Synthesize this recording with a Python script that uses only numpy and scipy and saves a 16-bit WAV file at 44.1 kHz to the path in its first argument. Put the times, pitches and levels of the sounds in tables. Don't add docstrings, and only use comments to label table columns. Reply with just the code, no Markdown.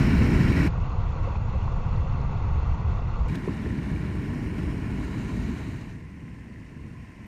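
import sys
import numpy as np
from scipy import signal
from scipy.fft import rfft, irfft, next_fast_len
from scipy.io import wavfile
from scipy.ndimage import uniform_filter1d

SR = 44100
rng = np.random.default_rng(int(sys.argv[2]) if len(sys.argv) > 2 else 0)


def field_ratio(decibels):
    return 10 ** (np.asarray(decibels, dtype=float) / 20)


def pcm_store(signal):
    levels = np.round(np.clip(np.atleast_2d(signal), -1, 1) * 32767)
    wavfile.write(sys.argv[1], SR, levels.astype(np.int16).T)


N = 320607
EDGE_HZ = 15200


def water(size):
    plunge = wash(size, patchy_db=0.53, flicker_db=0.04)
    gusts = wash(size, patchy_db=0.7, flicker_db=0.7)
    near_bubbles = swarm(size, 378, 3300, per_s=2000, cycles=4.83, spread_db=-1.5)
    near_spray = swarm(size, 3450, 14700, per_s=2500, cycles=9.8, spread_db=5.0)
    return plunge, gusts + 0.34 * near_bubbles, fluttered(gusts + 0.33 * near_spray)


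def wash(size, patchy_db, flicker_db):
    frames = size // 128 + 5
    real, imaginary, patches = rng.standard_normal((frames, 257, 3)).T
    patches = uniform_filter1d(patches, size=7, axis=0)
    patches = evened(uniform_filter1d(patches, size=16, axis=1))
    flicker = evened(uniform_filter1d(rng.standard_normal(frames), size=5))
    spectra = (real + 1j * imaginary) * field_ratio(patchy_db * patches + flicker_db * flicker)
    return evened(signal.istft(spectra, nperseg=512, noverlap=384)[1][:size])


def swarm(size, lo_hz, hi_hz, per_s, cycles, spread_db):
    chance, kind, big = rng.random(size), rng.integers(0, 24, size), rng.exponential(1, size)
    bursts = field_ratio(spread_db * np.minimum(big, 4)) * (chance < per_s / SR)
    out = np.zeros(size)
    for k, hz in enumerate(np.geomspace(lo_hz, hi_hz, 24)):
        ring = bubble(hz, cycles, rise=0.11)
        out += hz * signal.oaconvolve(bursts * (kind == k), ring)[:size]
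    return evened(out)


def bubble(hz, cycles, rise):
    samples = int(4 * cycles / hz * SR) + 8
    age = np.arange(samples) * hz / SR / cycles
    ring = np.sin(2 * np.pi * cycles * (age + rise * age ** 2 / 2))
    return ring * (1 - np.exp(-8 * age)) * np.exp(-2 * age)


def flow_db(t):
    # start_s, lift_db, length_s
    surges = [(0.0, 1.5, 0.1), (0.563, 1.5, 0.13), (1.24, 1, .08), (1.38, -3, 0.058), (1.66, -0.5, .05),
              (2.04, 0.5, 0.052), (3.002, -2, 0.084), (3.292, 4, .04), (3.348, 4.5, 0.011),
              (3.47, 1.5, 0.034), (4.27, 0, .1), (4.52, -1.5, .04), (4.585, 3, .04), (6.0, 0, 0.053),
              (3.5, 0.5, 0.24), (5.7, 0.3, 0.14), (7.262, 1, .03)]
    # centre_s, lift_db, length_s
    heaves = [(0.22, 3, 0.12), (0.633, 1, .04), (1.2, -1.5, 0.087), (1.5, 1, 0.24), (1.856, -0.5, 0.11),
              (2.302, 1, 0.29), (2.9, 1.5, .08), (3.2, 2, 0.036), (3.322, 0.5, 0.066), (3.424, -4, 0.028),
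              (3.555, -3, 0.035), (4.7, 1.5, 0.077), (5.05, -1, 0.12), (5.797, -1.5, 0.069),
              (6.51, 0, 0.12), (7.09, -3.5, 0.08)]
    rise_s = 0.0073
    surge, heave = np.zeros(len(t)), np.zeros(len(t))
    for s, db, length in surges:
        arrival = np.clip((t - s) / rise_s + 1, 0, 1)
        surge += db * arrival * np.exp(-np.maximum(t - s, 0) / length)
    for s, db, length in heaves:
        heave += db * np.exp(-((t - s) / length) ** 2)
    return heave, surge, surge


def drops():
    # start_s, peak_db, pitch_hz, ring_cycles
    plops = [(0.1894, -31, 1820, 3.3), (0.4494, -35, 1730, 8), (0.5721, -28.5, 1860, 7.3),
             (0.6055, -27.5, 1850, 10), (1.153, -33, 1060, 4.6), (1.214, -38.5, 306, 9.1),
             (1.243, -30.5, 1065, 7.2), (1.274, -29.5, 520, 5.2), (1.355, -30.5, 900, 3),
             (1.3583, -41, 2400, 8), (1.547, -35, 520, 8.6), (1.679, -28, 1010, 4.2),
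             (2.899, -38, 483, 6.4), (3.476, -20.5, 382, 3.7), (3.492, -19, 214, 1.9),
             (3.484, -33, 1020, 6.5), (3.6591, -35, 1750, 6.4), (3.663, -30, 382, 2.3),
             (3.706, -37, 1870, 6), (3.9609, -37, 2210, 7.4), (6.2806, -43, 1950, 9.9),
             (6.56, -44, 1930, 7.1), (7.0304, -52, 2090, 8)]
    # start_s, peak_db, centre_hz, length_s
    ticks = [
        (0.5724, -32, 5850, 0.002),
        (3.2834, -37, 9000, 0.001),
        (3.343, -44, 6000, 0.0017),
        (3.353, -28.5, 5900, 0.0022),
        (3.462, -47.5, 5970, 0.002),
        (4.595, -44, 6000, 0.002),
        (5.5774, -39, 6000, 0.00068),
        (3.351, -50.5, 24200, 0.0007),
        (7.2665, -51, 25700, 0.00051),
    ]
    out = np.zeros(N)
    for s, db, hz, cycles in plops:
        add(out, s, 2 * field_ratio(db) * bubble(hz, cycles, rise=0.036))
    t = np.arange(1500) / SR
    for s, db, hz, length in ticks:
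        burst = rng.standard_normal(len(t)) * t / length * np.exp(1 - t / length)
        band = signal.butter(1, [hz * 0.37, min(hz * 0.67, 20000)], "band", fs=SR)
        add(out, s, 0.5 * field_ratio(db) * signal.lfilter(*band, burst))
    return out


def coloured(x, points, speed):
    # centre_hz, width_hz, lift_db
    cavities = [(5400, 260, 1.5), (6830, 320, 1), (7900, 250, -2.5), (8460, 320, 1.5), (10300, 400, 0.5),
                (13300, 500, 3.5)]
    point_hz, point_db = np.transpose(points)
    hz = np.fft.rfftfreq(len(x), 1 / SR)
    level_db = np.interp(np.log(hz / speed + 1), np.log(point_hz + 1), point_db, -120, -120)
    for centre_hz, width_hz, lift_db in cavities:
        level_db += lift_db * np.exp(-((hz - centre_hz) / width_hz) ** 2)
    return evened(irfft(rfft(x) * field_ratio(level_db) * (hz < EDGE_HZ), len(x)))


def fluttered(x):
    from_hz, share = 14400, 0.28
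    hz, t, spectra = signal.stft(x, SR, nperseg=1024)
    chance = rng.random((len(t) // 2 + 1, 65))
    chance = np.repeat(chance, 2, axis=0).repeat(8, axis=1)[:len(t), :len(hz)].T
    lost = chance < share * 2 * ((hz - from_hz) / (EDGE_HZ - from_hz))[:, None]
    return signal.istft(spectra * ~lost, SR, nperseg=1024)[1][:len(x)]


def stretch_of_creek(from_s, to_s, views, levels_db, tuned_down=1, stretch=1):
    # reached_s, view_number
    turns = [
        (4.1, 0),
        (4.4, 1),
        (4.85, 1),
        (5.2, 2),
        (5.53, 2),
        (6.01, 3),
    ]
    start = max(round((from_s - 0.05) * SR), 0)
    stop = min(round((to_s + 0.05) * SR), N)
    t, out = np.arange(start, stop) / SR, np.zeros(N)
    facing = np.minimum(np.interp(t, *np.transpose(turns)), len(views) - 1)
    voices = water(next_fast_len(len(t) // stretch + 1))
    lifts_db = flow_db(t)
    for k, view in enumerate(views):
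        share = np.maximum(1 - abs(facing - k), 0)
        for voice, colour, level_db, lift_db in zip(voices, view, levels_db[k], lifts_db):
            heard = coloured(voice, colour, tuned_down)
            heard = signal.resample(heard, len(voice) * stretch)[:len(t)]
            out[start:stop] += share * heard * field_ratio(level_db + lift_db)
    return out


def evened(x):
    return x / np.sqrt(np.mean(x ** 2) + 1e-20)


def add(mix, s, sound):
    part = mix[round(s * SR):][:len(sound)]
    part += sound[:len(part)]


def scene():
    # pitch_hz, level_db_per_hz
    plunge_slow = [(8.8, -35.5), (15, -1.5), (77, -1), (139, -8), (180, -14.5), (280, -29.5), (360, -72.5),
                   (620, -120)]
    bubbles_slow = [(150, -33), (250, -9), (280, -11.5), (311, -1.5), (346, -6.5), (520, -2.5), (597, -10),
                    (709, -4), (807, -6), (927, -1), (1040, -6), (1130, -2), (1250, -9.5), (1440, -10.5),
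                    (1750, -35), (2280, -52.5), (3850, -120)]
    spray_slow = [(970, -21.5), (1650, -4), (1740, -8.5), (1960, 1), (2160, -2.5), (2480, -3.5), (2680, -1),
                  (3110, -11), (3420, -9.5), (3910, -12), (4250, -11), (5210, -20.5), (5660, -17),
                  (6690, -21), (7600, -23.5), (9880, -70.5), (16700, -120)]
    # pitch_hz, level_db_per_hz
    plunge_turned = [(7.1, -46), (12, -20), (54, 5), (128, 3), (267, -1), (413, -13), (560, -26),
                     (730, -72), (1230, -120)]
    bubbles_turned = [(290, -25), (500, -17), (565, -4.5), (628, 2.5), (704, -4.5), (1050, 1.5),
                      (1210, -8.5), (1430, -2), (1580, -4.5), (1840, 0.5), (2050, -4.5), (2220, -1),
                      (2550, -8.5), (2900, -9), (3500, -25), (4550, -45), (7700, -120)]
    # pitch_hz, level_db_per_hz
    spray_down = [(1940, -29), (3300, -9), (3470, 0), (3940, 4.5), (4530, -0.5), (5280, -2), (7880, -6),
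                  (8670, -6), (10700, -13.5), (13600, -17), (15100, -30)]
    spray_cliff = [(1940, -16), (3300, -9), (3520, -13), (3940, -3.5), (4890, -6), (5310, -4), (6150, -9.5),
                   (6940, -9), (7980, -10), (8780, -9.5), (10600, -17.5), (13400, -20), (15100, -27)]
    spray_turned = [(1940, -28), (3300, -12), (3450, -10), (3940, 1.5), (4560, -5), (5490, -9), (6110, -6),
                    (7350, -7), (7980, -10), (8890, -11), (10600, -20), (13500, -21), (15100, -29)]
    # pitch_hz, level_db_per_hz
    plunge_last = [(7.1, -49), (12, -19), (69, -1), (170, -3), (210, -6), (263, -7), (280, -11),
                   (329, -14.5), (508, -25.5), (560, -34), (730, -65), (1230, -120)]
    bubbles_last = [(290, -43), (500, -21), (603, -10), (789, -15), (959, -12.5), (1030, -5.5), (1100, -12),
                    (1170, -20), (1540, -14), (1680, -12.5), (1780, -8.5), (2060, -10), (2220, -13.5),
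                    (2830, -17), (3500, -33), (4550, -62), (7700, -120)]
    spray_last = [(1940, -36), (3300, -17), (3650, -6.5), (4600, -4.5), (4880, -7), (5300, -5.5),
                  (6650, -8), (8280, -9.5), (9000, -9.5), (10000, -16), (11200, -19), (12600, -20),
                  (13400, -22), (14100, -23), (15100, -36)]
    # plunge_db, bubbles_db, spray_db
    opening_db = [
        (-20, -35.5, -48.5),
    ]
    slowed_db = [
        (-25, -41, -53.5),
    ]
    turning_db = [
        (-28.5, -46, -60.5),
        (-29, -45.5, -60.5),
        (-29, -45, -57),
        (-40.5, -55.7, -70),
    ]

    slow_from_s, slow_to_s = 0.692, 3.282
    fade_s, splice_s = 0.018, 0.004
    t = np.arange(N) / SR
    into_slow = np.clip((t - slow_from_s) / fade_s + 1, 0, 1)
    out_of_slow = np.clip((t - slow_to_s) / splice_s + 0.5, 0, 1)
    upstream = [(plunge_slow, bubbles_slow, spray_slow)]
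    turning = [(plunge_turned, bubbles_turned, spray) for spray in (spray_down, spray_cliff, spray_turned)]
    turning.append((plunge_last, bubbles_last, spray_last))

    opening = stretch_of_creek(0, slow_from_s, upstream, opening_db, tuned_down=2.005)
    slowed = stretch_of_creek(slow_from_s, slow_to_s, upstream, slowed_db, tuned_down=1.991, stretch=2)
    turned = stretch_of_creek(slow_to_s, N / SR, turning, turning_db)
    mix = (1 - into_slow) * opening
    mix += into_slow * (1 - out_of_slow) * slowed
    mix += out_of_slow * turned
    return (mix + drops())[None]


def band_limit(x):
    return signal.sosfilt(signal.butter(12, 15210, fs=SR, output="sos"), x)


def record(dry):
    hiss = field_ratio(-104) * rng.standard_normal(dry.shape)
    return band_limit(dry + hiss)


dry = scene()
out = record(dry)
pcm_store(out)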